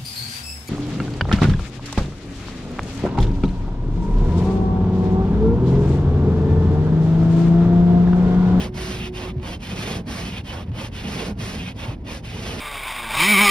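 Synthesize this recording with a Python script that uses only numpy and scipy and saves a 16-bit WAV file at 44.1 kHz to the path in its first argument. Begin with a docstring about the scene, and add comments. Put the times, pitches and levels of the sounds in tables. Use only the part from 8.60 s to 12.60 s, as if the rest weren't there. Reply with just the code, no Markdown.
"""Wipers on an iced windscreen, from the driver's seat.

Rubber slips over ice, four scrapes a cycle: hiss, rasp, glass groan, low rub, arm judder.
The lip rings and squeaks; loose ice crunches. The linkage knocks; the blades tick as they flip.
Engine and fan rumble throughout. A small motor, likely the washer pump, whines at the start."""
import sys
import numpy as np
from scipy.fft import rfft, irfft, next_fast_len
from scipy.io import wavfile
from scipy.ndimage import map_coordinates

SR = 44100
rng = np.random.default_rng(int(sys.argv[2]) if len(sys.argv) > 2 else 0)


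def master_out(mix):
    """Clip the mix to full scale and print it as 16-bit PCM to the path in sys.argv[1]."""
    frames = np.transpose(np.atleast_2d(mix))
    ceiling = np.clip(frames, -1, 1)
    pcm = np.round(ceiling * 32767).astype(np.int16)
    wavfile.write(sys.argv[1], SR, pcm)


N = 176400

RISE, FALL, SETTLE, LIFT = range(4)  # sweep up, sweep down, short run to the bottom, short run off it
# Scrapes. Each row: start and end in seconds, treble and body offsets in dB, kind.
SCRAPES = [(-.32, 0.114, -4, 0, RISE), (0.123, 0.514, 1, 1.5, FALL), (0.508, 0.734, 3.5, -1, SETTLE),
           (0.794, 0.994, 0.5, 0.5, LIFT), (0.983, 1.439, -4, -0.5, RISE), (1.443, 1.833, 0, 1.5, FALL),
           (1.819, 2.06, 1.5, -1, SETTLE), (2.114, 2.314, 0.5, 0, LIFT), (2.301, 2.753, -4.5, 0.5, RISE),
           (2.756, 3.144, -1, 0.5, FALL), (3.133, 3.368, 2, -0.5, SETTLE), (3.429, 3.626, 1, -2, LIFT),
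           (3.61, 4.095, -5.5, -2, RISE)]
# Scrape shapes by kind, in even time steps. Each row: hiss, rasp, groan, rub and judder in dB.
RISE_SHAPE_DB = [(-40, -37, -42, -65, -54), (-38.5, -37, -49.5, -55, -43.5),
                 (-38.5, -36.5, -43, -37.5, -32.5), (-32.5, -35, -40.5, -40.5, -32),
                 (-32.5, -31.5, -37.5, -34, -34), (-34, -35.5, -39, -35, -31.5), (-47, -49, -40, -35, -28)]
FALL_SHAPE_DB = [(-42.5, -42, -40, -38.5, -24.5), (-36.5, -42, -42.5, -44.5, -36.5),
                 (-38, -40, -44, -41, -36), (-45, -40.5, -48.5, -53, -35.5), (-40, -36, -40.5, -45, -44.5)]
SETTLE_SHAPE_DB = [(-49.5, -50, -57, -87, -73), (-45.5, -44, -44.5, -49, -44),
                   (-45.5, -43, -37.5, -39, -46), (-51.5, -48.5, -40, -40, -44),
                   (-46, -35.5, -36, -31, -15)]
LIFT_SHAPE_DB = [(-52, -43.5, -42.5, -42.5, -39), (-40.5, -42, -39, -39.5, -35.5),
                 (-45, -49, -50, -45, -68)]
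# Noise spectra. Each row: frequency in Hz, relative density in dB.
ICE_HISS_SPECTRUM = [(500, -12), (1500, 2), (2200, 2.5), (3400, -5.5), (4200, 0.5), (5200, 0), (6500, -5),
                     (8000, -8.5), (10000, -11), (12300, -14), (14000, -23), (15100, -58)]
BLADE_RASP_SPECTRUM = [(700, -4.5), (1400, -7.5), (1950, -3), (2200, 0), (2500, 4), (2900, 2), (3250, 0),
                       (3600, 1.5), (4200, -13.5), (7000, -28)]
GLASS_GROAN_SPECTRUM = [(250, -3), (480, -8), (630, 0), (850, 0.5), (1100, -2.5), (1500, -7), (2500, -26),
                        (6000, -33)]
LOW_RUB_SPECTRUM = [(120, -10), (230, -3.5), (300, 3.5), (400, 1), (500, 3), (670, -5.5), (820, -8),
                    (1000, -13), (3000, -60)]
ARM_JUDDER_SPECTRUM = [(40, -18), (100, 3), (150, 1.5), (190, 4), (240, -1), (300, -6.5), (450, -33.5),
                       (1000, -60)]
RUSTLE_SPECTRUM = [(700, -16), (1500, 2.5), (2700, 0), (3500, -7), (5000, -8.5), (8000, -21), (12000, -21),
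                   (15000, -45)]
TICK_SPECTRUM = [(200, -15), (700, 17), (1500, 5), (3000, 11), (5000, -6), (9000, -21), (15000, -26)]
RUMBLE_SPECTRUM = [(15, -55), (25, -23), (31, -5.5), (55, 0), (85, 2), (120, -4.5), (170, -4.5), (240, -6),
                   (320, -13.5), (500, -20.5), (1000, -29), (3000, -93)]
FAN_SPECTRUM = [(100, 21), (300, 15), (500, 1.5), (800, -7), (1300, -4), (3000, -9), (5000, -31.5),
                (10000, -38), (15000, -37)]
# Blade-to-ear paths. Each row: delay at the bottom in ms, delay at the top in ms, gain.
EAR_PATHS = [(.9, 1.77, 0.1), (1.7, 2.8, 0.21), (3.2, 5.0, 0.17), (5.6, 4.4, 0.15)]
# Rubber lip modes. Each row: frequency in Hz, level against the rasp in dB.
LIP_RESONANCES = [(1960, -17), (2520, -10), (2850, -10.5), (3180, -10.5), (4220, -19)]
# Squeaks. Each row: centre in seconds, level in dB, pitch in Hz.
RUBBER_SQUEAKS = [(0.452, -35, 2940), (0.563, -37.5, 2840), (0.887, -36, 3310), (0.941, -32.5, 3110),
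                  (1.671, -34, 3100), (1.765, -38, 2760), (1.904, -32, 3000), (2.253, -36.5, 3150),
                  (2.471, -32.5, 2890), (3.003, -34, 2820), (3.088, -32, 2520), (3.195, -39, 3275),
                  (3.901, -33, 3000)]
# Squeak modes. Each row: pitch ratio, relative level in dB.
SQUEAK_PARTIALS = [(0.877, -11), (0.996, -5.5), (1.091, -17)]
# Bites into the ice. Each row: start in seconds, level in dB.
ICE_BITES = [(.143, -44.5), (.829, -49), (1.004, -51), (1.468, -49), (1.844, -53), (2.15, -55), (2.79, -47),
             (3.448, -55)]
# Loose ice rustle. Each row: time in seconds, level in dB.
RUSTLE_LEVEL_DB = [(0, -61), (.76, -58.5), (1.44, -64), (2.08, -61), (2.75, -61.5), (3.4, -62.5), (4, -69)]
# Knocks. Each row: start in seconds, level in dB, pitch in Hz, T60 in seconds.
LINKAGE_KNOCKS = [(0.377, -14, 205, 0.11), (.757, -7, 129, 0.081), (0.761, -14.5, 80, 0.14),
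                  (0.796, -21, 196, .12), (2.07, -18.5, 96, 0.18), (2.071, -20.5, 176, 0.22),
                  (2.105, -11.5, 122, 0.11), (2.455, -25, 187.5, 0.083), (2.693, -12.5, 202.4, 0.12),
                  (2.787, -16, 160.7, 0.11), (2.812, -15, 114.5, 0.17), (3.273, -10.5, 114, 0.11)]
# Blade flips. Each row: start in seconds, level in dB.
FLIP_TICKS = [(0.12, -64), (.781, -48), (.797, -45), (2.044, -55), (2.075, -50.5), (2.117, -43)]
# Pump speed. Each row: time in seconds, rotation rate in Hz.
PUMP_SPEED_HZ = [(0, 366.6), (.25, 368), (.5, 364), (.74, 369), (.8, 363), (.87, 370)]
# Pump envelope. Each row: time in seconds, level in dB.
PUMP_LEVEL_DB = [(0, -39), (.3, -36.5), (.55, -38), (.78, -37.5), (.822, -36.5), (.875, -80)]
# Pump harmonics. Each row: order, relative level in dB.
PUMP_HARMONICS = [(1, 0.5), (2, -22)]
# Engine and fan tones. Each row: frequency in Hz, level in dB.
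HUM_TONES = [(111.8, -42), (53.36, -44.5)]
# Stereo likeness, nearly total in the bass and in narrow treble bands.
# Each row: frequency in Hz, left-right correlation.
STEREO_CORRELATION = [(100, .9995), (170, .985), (250, .96), (450, .9), (900, .67), (1400, .35),
                      (2000, .55), (3000, .6), (3800, .73), (4700, .6), (6000, .84), (6700, .88),
                      (7100, .985), (7800, .985), (8400, .8), (9300, .78), (10300, .98), (11900, .7),
                      (12900, .98), (14300, .98)]
# Microphone balance. Each row: frequency in Hz, left minus right in dB.
MIC_BALANCE_DB = [(150, 0), (250, -1), (410, -3.3), (660, -4.8), (1060, -4.5), (1710, -3), (2770, -1.2),
                  (4470, -.4), (6500, 0)]
# Microphone phase. Each row: frequency in Hz, left lead in radians.
MIC_PHASE_RAD = [(100, 0), (250, -.1), (700, -.4), (1400, -.5), (2000, .5), (2600, 1.8), (3300, 1.05),
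                 (4500, .9), (5000, .45), (6000, 1.6), (7100, 3.05), (7800, 3.25), (8800, 4.6),
                 (9900, 6.15), (10900, 6.4), (12000, 7.9), (12800, 9.35), (14300, 9.5), (15000, 10.6)]

CYCLE_S, BOTTOM_S = 1.316, 0.775  # full wipe, first bottom turn


def blades():
    """Slips excite ice, blade, glass and arm; uneven ice makes the level flutter."""
    flutter_db, chatter_db, catch_db = 0.9, -0.29, 1.3
    shudder_hz, shudder_db = 187, -6.5  # arm resonance, level against the judder
    uneven_db = flutter_db * wobble(60) + chatter_db * wobble(260)
    hiss, rasp, groan, rub, judder = (pressure(part) for part in range(5))
    rasp *= amp(catch_db * wobble(45))  # rubber catches and frees
    parts = [(hiss, ICE_HISS_SPECTRUM), (rasp, BLADE_RASP_SPECTRUM), (groan, GLASS_GROAN_SPECTRUM),
             (rub, LOW_RUB_SPECTRUM), (judder, ARM_JUDDER_SPECTRUM)]
    scrape = sum(envelope * coloured(slips(), spectrum) for envelope, spectrum in parts)
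    arm_tone = np.sqrt(2) * np.sin(phase_rad(shudder_hz * (1 + 0.0495 * wobble(30))))
    ring = rasp * lip_ring()
    shudder = judder * amp(shudder_db + 3.1 * wobble(25.01)) * arm_tone
    return amp(uneven_db) * (scrape + ring + shudder)


def pressure(part, attack_s=0.067, release_s=0.064, drag_db=-32):
    """Envelope of one scrape part: grip, follow the shape, let go, skim between strokes."""
    t, envelope = clock(), np.zeros(N)
    shapes_db = [RISE_SHAPE_DB, FALL_SHAPE_DB, SETTLE_SHAPE_DB, LIFT_SHAPE_DB]
    ease = lambda u: np.sin(np.pi / 2 * np.clip(u, 0, 1)) ** 2
    for start_s, end_s, treble_db, body_db, kind in SCRAPES:
        shape_db = np.array(shapes_db[kind])[:, part]
        on = (t > start_s) & (t < end_s)
        level_db = np.interp(t[on], np.linspace(start_s, end_s, len(shape_db)), shape_db)
        level_db += treble_db if part < 2 else body_db  # treble: hiss and rasp
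        grip = ease((t[on] - start_s) / attack_s) * ease((end_s - t[on]) / release_s)
        envelope[on] += amp(level_db) * grip
    skim = amp(drag_db) * envelope.mean() * np.sin(crank_rad())
    return np.hypot(envelope, skim)


def slips(rate_per_s=5000, spread_db=1, roam_ms=0.13):
    """Tiny ice fractures plus noise, combed by paths that change with the swing."""
    fractures = (rng.random(N) < rate_per_s / SR) * amp(spread_db * rng.standard_normal(N))
    direct = unit(fractures * noise_pair()) + 1.06 * noise_pair()
    height = (1 - np.cos(crank_rad())) / 2
    heard = direct.copy()
    for bottom_ms, top_ms, gain in EAR_PATHS:
        delay_ms = bottom_ms + (top_ms - bottom_ms) * height
        delay_ms += roam_ms * wobble(16)  # loudest spot roams along the blade
        source_index = (clock() - delay_ms / 1000) * SR
        heard += gain * np.array([np.interp(source_index, np.arange(N), row) for row in direct])
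    return heard


def crank_rad():
    """Wiper drive angle, zero at the bottom turn."""
    return 2 * np.pi * (clock() - BOTTOM_S) / CYCLE_S


def lip_ring(flare_db=7, wander=0.03, rough_rad=0.5):
    """Each mode of the rubber lip flares and drifts on its own as the grip changes."""
    out = np.zeros(N)
    for hz, db in LIP_RESONANCES:
        phase = phase_rad(hz * (1 + wander * wobble(20)))
        flare = unit(amp(flare_db * np.minimum(wobble(32), 1)))
        out += amp(db) * flare * np.sqrt(2) * np.sin(phase + rough_rad * wobble(350))
    return out


def squeaks(half_width_s=0.021, wander=0.02):
    """Slowly dragging rubber: unsteady lip modes swell and fade."""
    t, out = clock(), np.zeros(N)
    for centre_s, db, hz in RUBBER_SQUEAKS:
        on = np.abs(t - centre_s) < 3 * half_width_s
        swell = np.exp(-((t[on] - centre_s) / half_width_s) ** 2)
        knots_s = np.linspace(t[on][0], t[on][-1], 40)
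        for ratio, mode_db in SQUEAK_PARTIALS:
            drift = np.interp(t[on], knots_s, rng.standard_normal(len(knots_s)))
            phase = phase_rad(hz * ratio * (1 + wander * drift))
            out[on] += amp(db + mode_db) * swell * np.sin(phase)
    return out


def loose_ice(bite_t60_s=0.12):
    """Crumbs rustle under the blade and crunch as its edge bites."""
    rustle_db = over_time(RUSTLE_LEVEL_DB) + 2.6 * wobble(75)
    rustle = amp(rustle_db) * coloured(slips(), RUSTLE_SPECTRUM)
    crunch = bursts(ICE_BITES, bite_t60_s) * coloured(slips(), ICE_HISS_SPECTRUM)
    return rustle + crunch


def linkage(rise_s=0.013, sag_per_s=0.43, tick_t60_s=0.058):
    """Dull knocks through the car body, sagging in pitch; ticks of the flipping blades."""
    t, knocks = clock(), np.zeros(N)
    for start_s, db, hz, t60_s in LINKAGE_KNOCKS:
        age_s = np.maximum(t - start_s, 0)
        attack = 1 - np.exp(-(age_s / rise_s) ** 2)
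        phase = 2 * np.pi * hz * age_s * (1 - sag_per_s * age_s / 2)
        knocks += amp(db - 60 * age_s / t60_s) * attack * np.sin(phase)
    ticks = bursts(FLIP_TICKS, tick_t60_s) * coloured(noise_pair(), TICK_SPECTRUM)
    return knocks + ticks


def pump(wander=0.0047, waver_db=1.7):
    """A small fast motor whines, then fades quickly."""
    phase = phase_rad(over_time(PUMP_SPEED_HZ) * (1 + wander * wobble(31)))
    level = amp(over_time(PUMP_LEVEL_DB) + waver_db * wobble(23.7))
    return level * np.sqrt(2) * sum(amp(db) * np.sin(order * phase) for order, db in PUMP_HARMONICS)


def engine_and_fan(rumble_db=-34, fan_db=-49.5, waver_db=2, jitter_rad=0.78):
    """Low rumble, unsteady tones and the even rush of the fan."""
    rumble = amp(rumble_db) * coloured(noise_pair(), RUMBLE_SPECTRUM)
    hum = np.zeros(N)
    for hz, db in HUM_TONES:
        level = amp(db + waver_db * wobble(9))
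        hum += level * np.sqrt(2) * np.sin(2 * np.pi * hz * clock() + jitter_rad * wobble(10))
    fan = amp(fan_db) * coloured(noise_pair(), FAN_SPECTRUM)
    return rumble + hum + fan


def amp(db):
    """Decibels to gain."""
    return 10 ** (np.asarray(db) / 20)


def unit(x):
    """Scale to rms 1."""
    return x / np.sqrt(np.mean(x ** 2) + 1e-20)


def clock():
    """Sample times in seconds."""
    return np.arange(N) / SR


def phase_rad(hz):
    """Running phase of a varying frequency."""
    return 2 * np.pi * np.cumsum(hz) / SR


def noise_pair():
    """Two independent white noises."""
    return rng.standard_normal((2, N))


def over_time(points):
    """Interpolate (seconds, value) rows at every sample."""
    return np.interp(clock(), *np.transpose(points))


def over_hz(points, hz):
    """Interpolate (Hz, value) rows on a log axis."""
    knots_hz, values = np.transpose(points)
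    return np.interp(np.log(hz + 1), np.log(knots_hz + 1), values)


def wobble(knots_per_s):
    """Smooth random curve."""
    knots = rng.standard_normal(int(N * knots_per_s / SR) + 4)
    return map_coordinates(knots, [clock() * knots_per_s], mode="nearest")


def bursts(rows, t60_s):
    """Envelope that jumps at each (seconds, dB) row and decays."""
    t = clock()
    return sum((t >= at_s) * amp(db - 60 * np.maximum(t - at_s, 0) / t60_s) for at_s, db in rows)


def filtered(x, response):
    """Apply a complex response, given as a function of Hz."""
    size = next_fast_len(N + SR // 2)
    return irfft(rfft(x, size) * response(np.fft.rfftfreq(size, 1 / SR)), size)[..., :N]


def coloured(pair, spectrum):
    """Two independent signals to partly correlated stereo of rms 1 with this spectrum."""
    def response(hz):
        angle = np.arccos(np.clip(over_hz(STEREO_CORRELATION, hz), -1, 1)) / 2
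        return amp(over_hz(spectrum, hz)) * [np.cos(angle), np.sin(angle)]
    mid, side = filtered(pair, response)
    return unit(np.array([mid + side, mid - side]))


def scene():
    """All sources reach two microphones with unequal level and phase."""
    mix = blades() + loose_ice() + squeaks() + linkage() + pump() + engine_and_fan()
    split = np.array([[0.5], [-0.5]])
    balance = lambda hz: amp(split * over_hz(MIC_BALANCE_DB, hz))
    phase_shift = lambda hz: np.exp(1j * split * over_hz(MIC_PHASE_RAD, hz))
    return filtered(mix, lambda hz: balance(hz) * phase_shift(hz))


def record(dry):
    """Steep bass cut and a hard upper band limit."""
    low_hz, top_hz = 29, 15300
    return filtered(dry, lambda hz: (hz < top_hz) / np.sqrt(1 + (low_hz / (hz + 1)) ** 20))


dry = scene()
out = record(dry)
master_out(out)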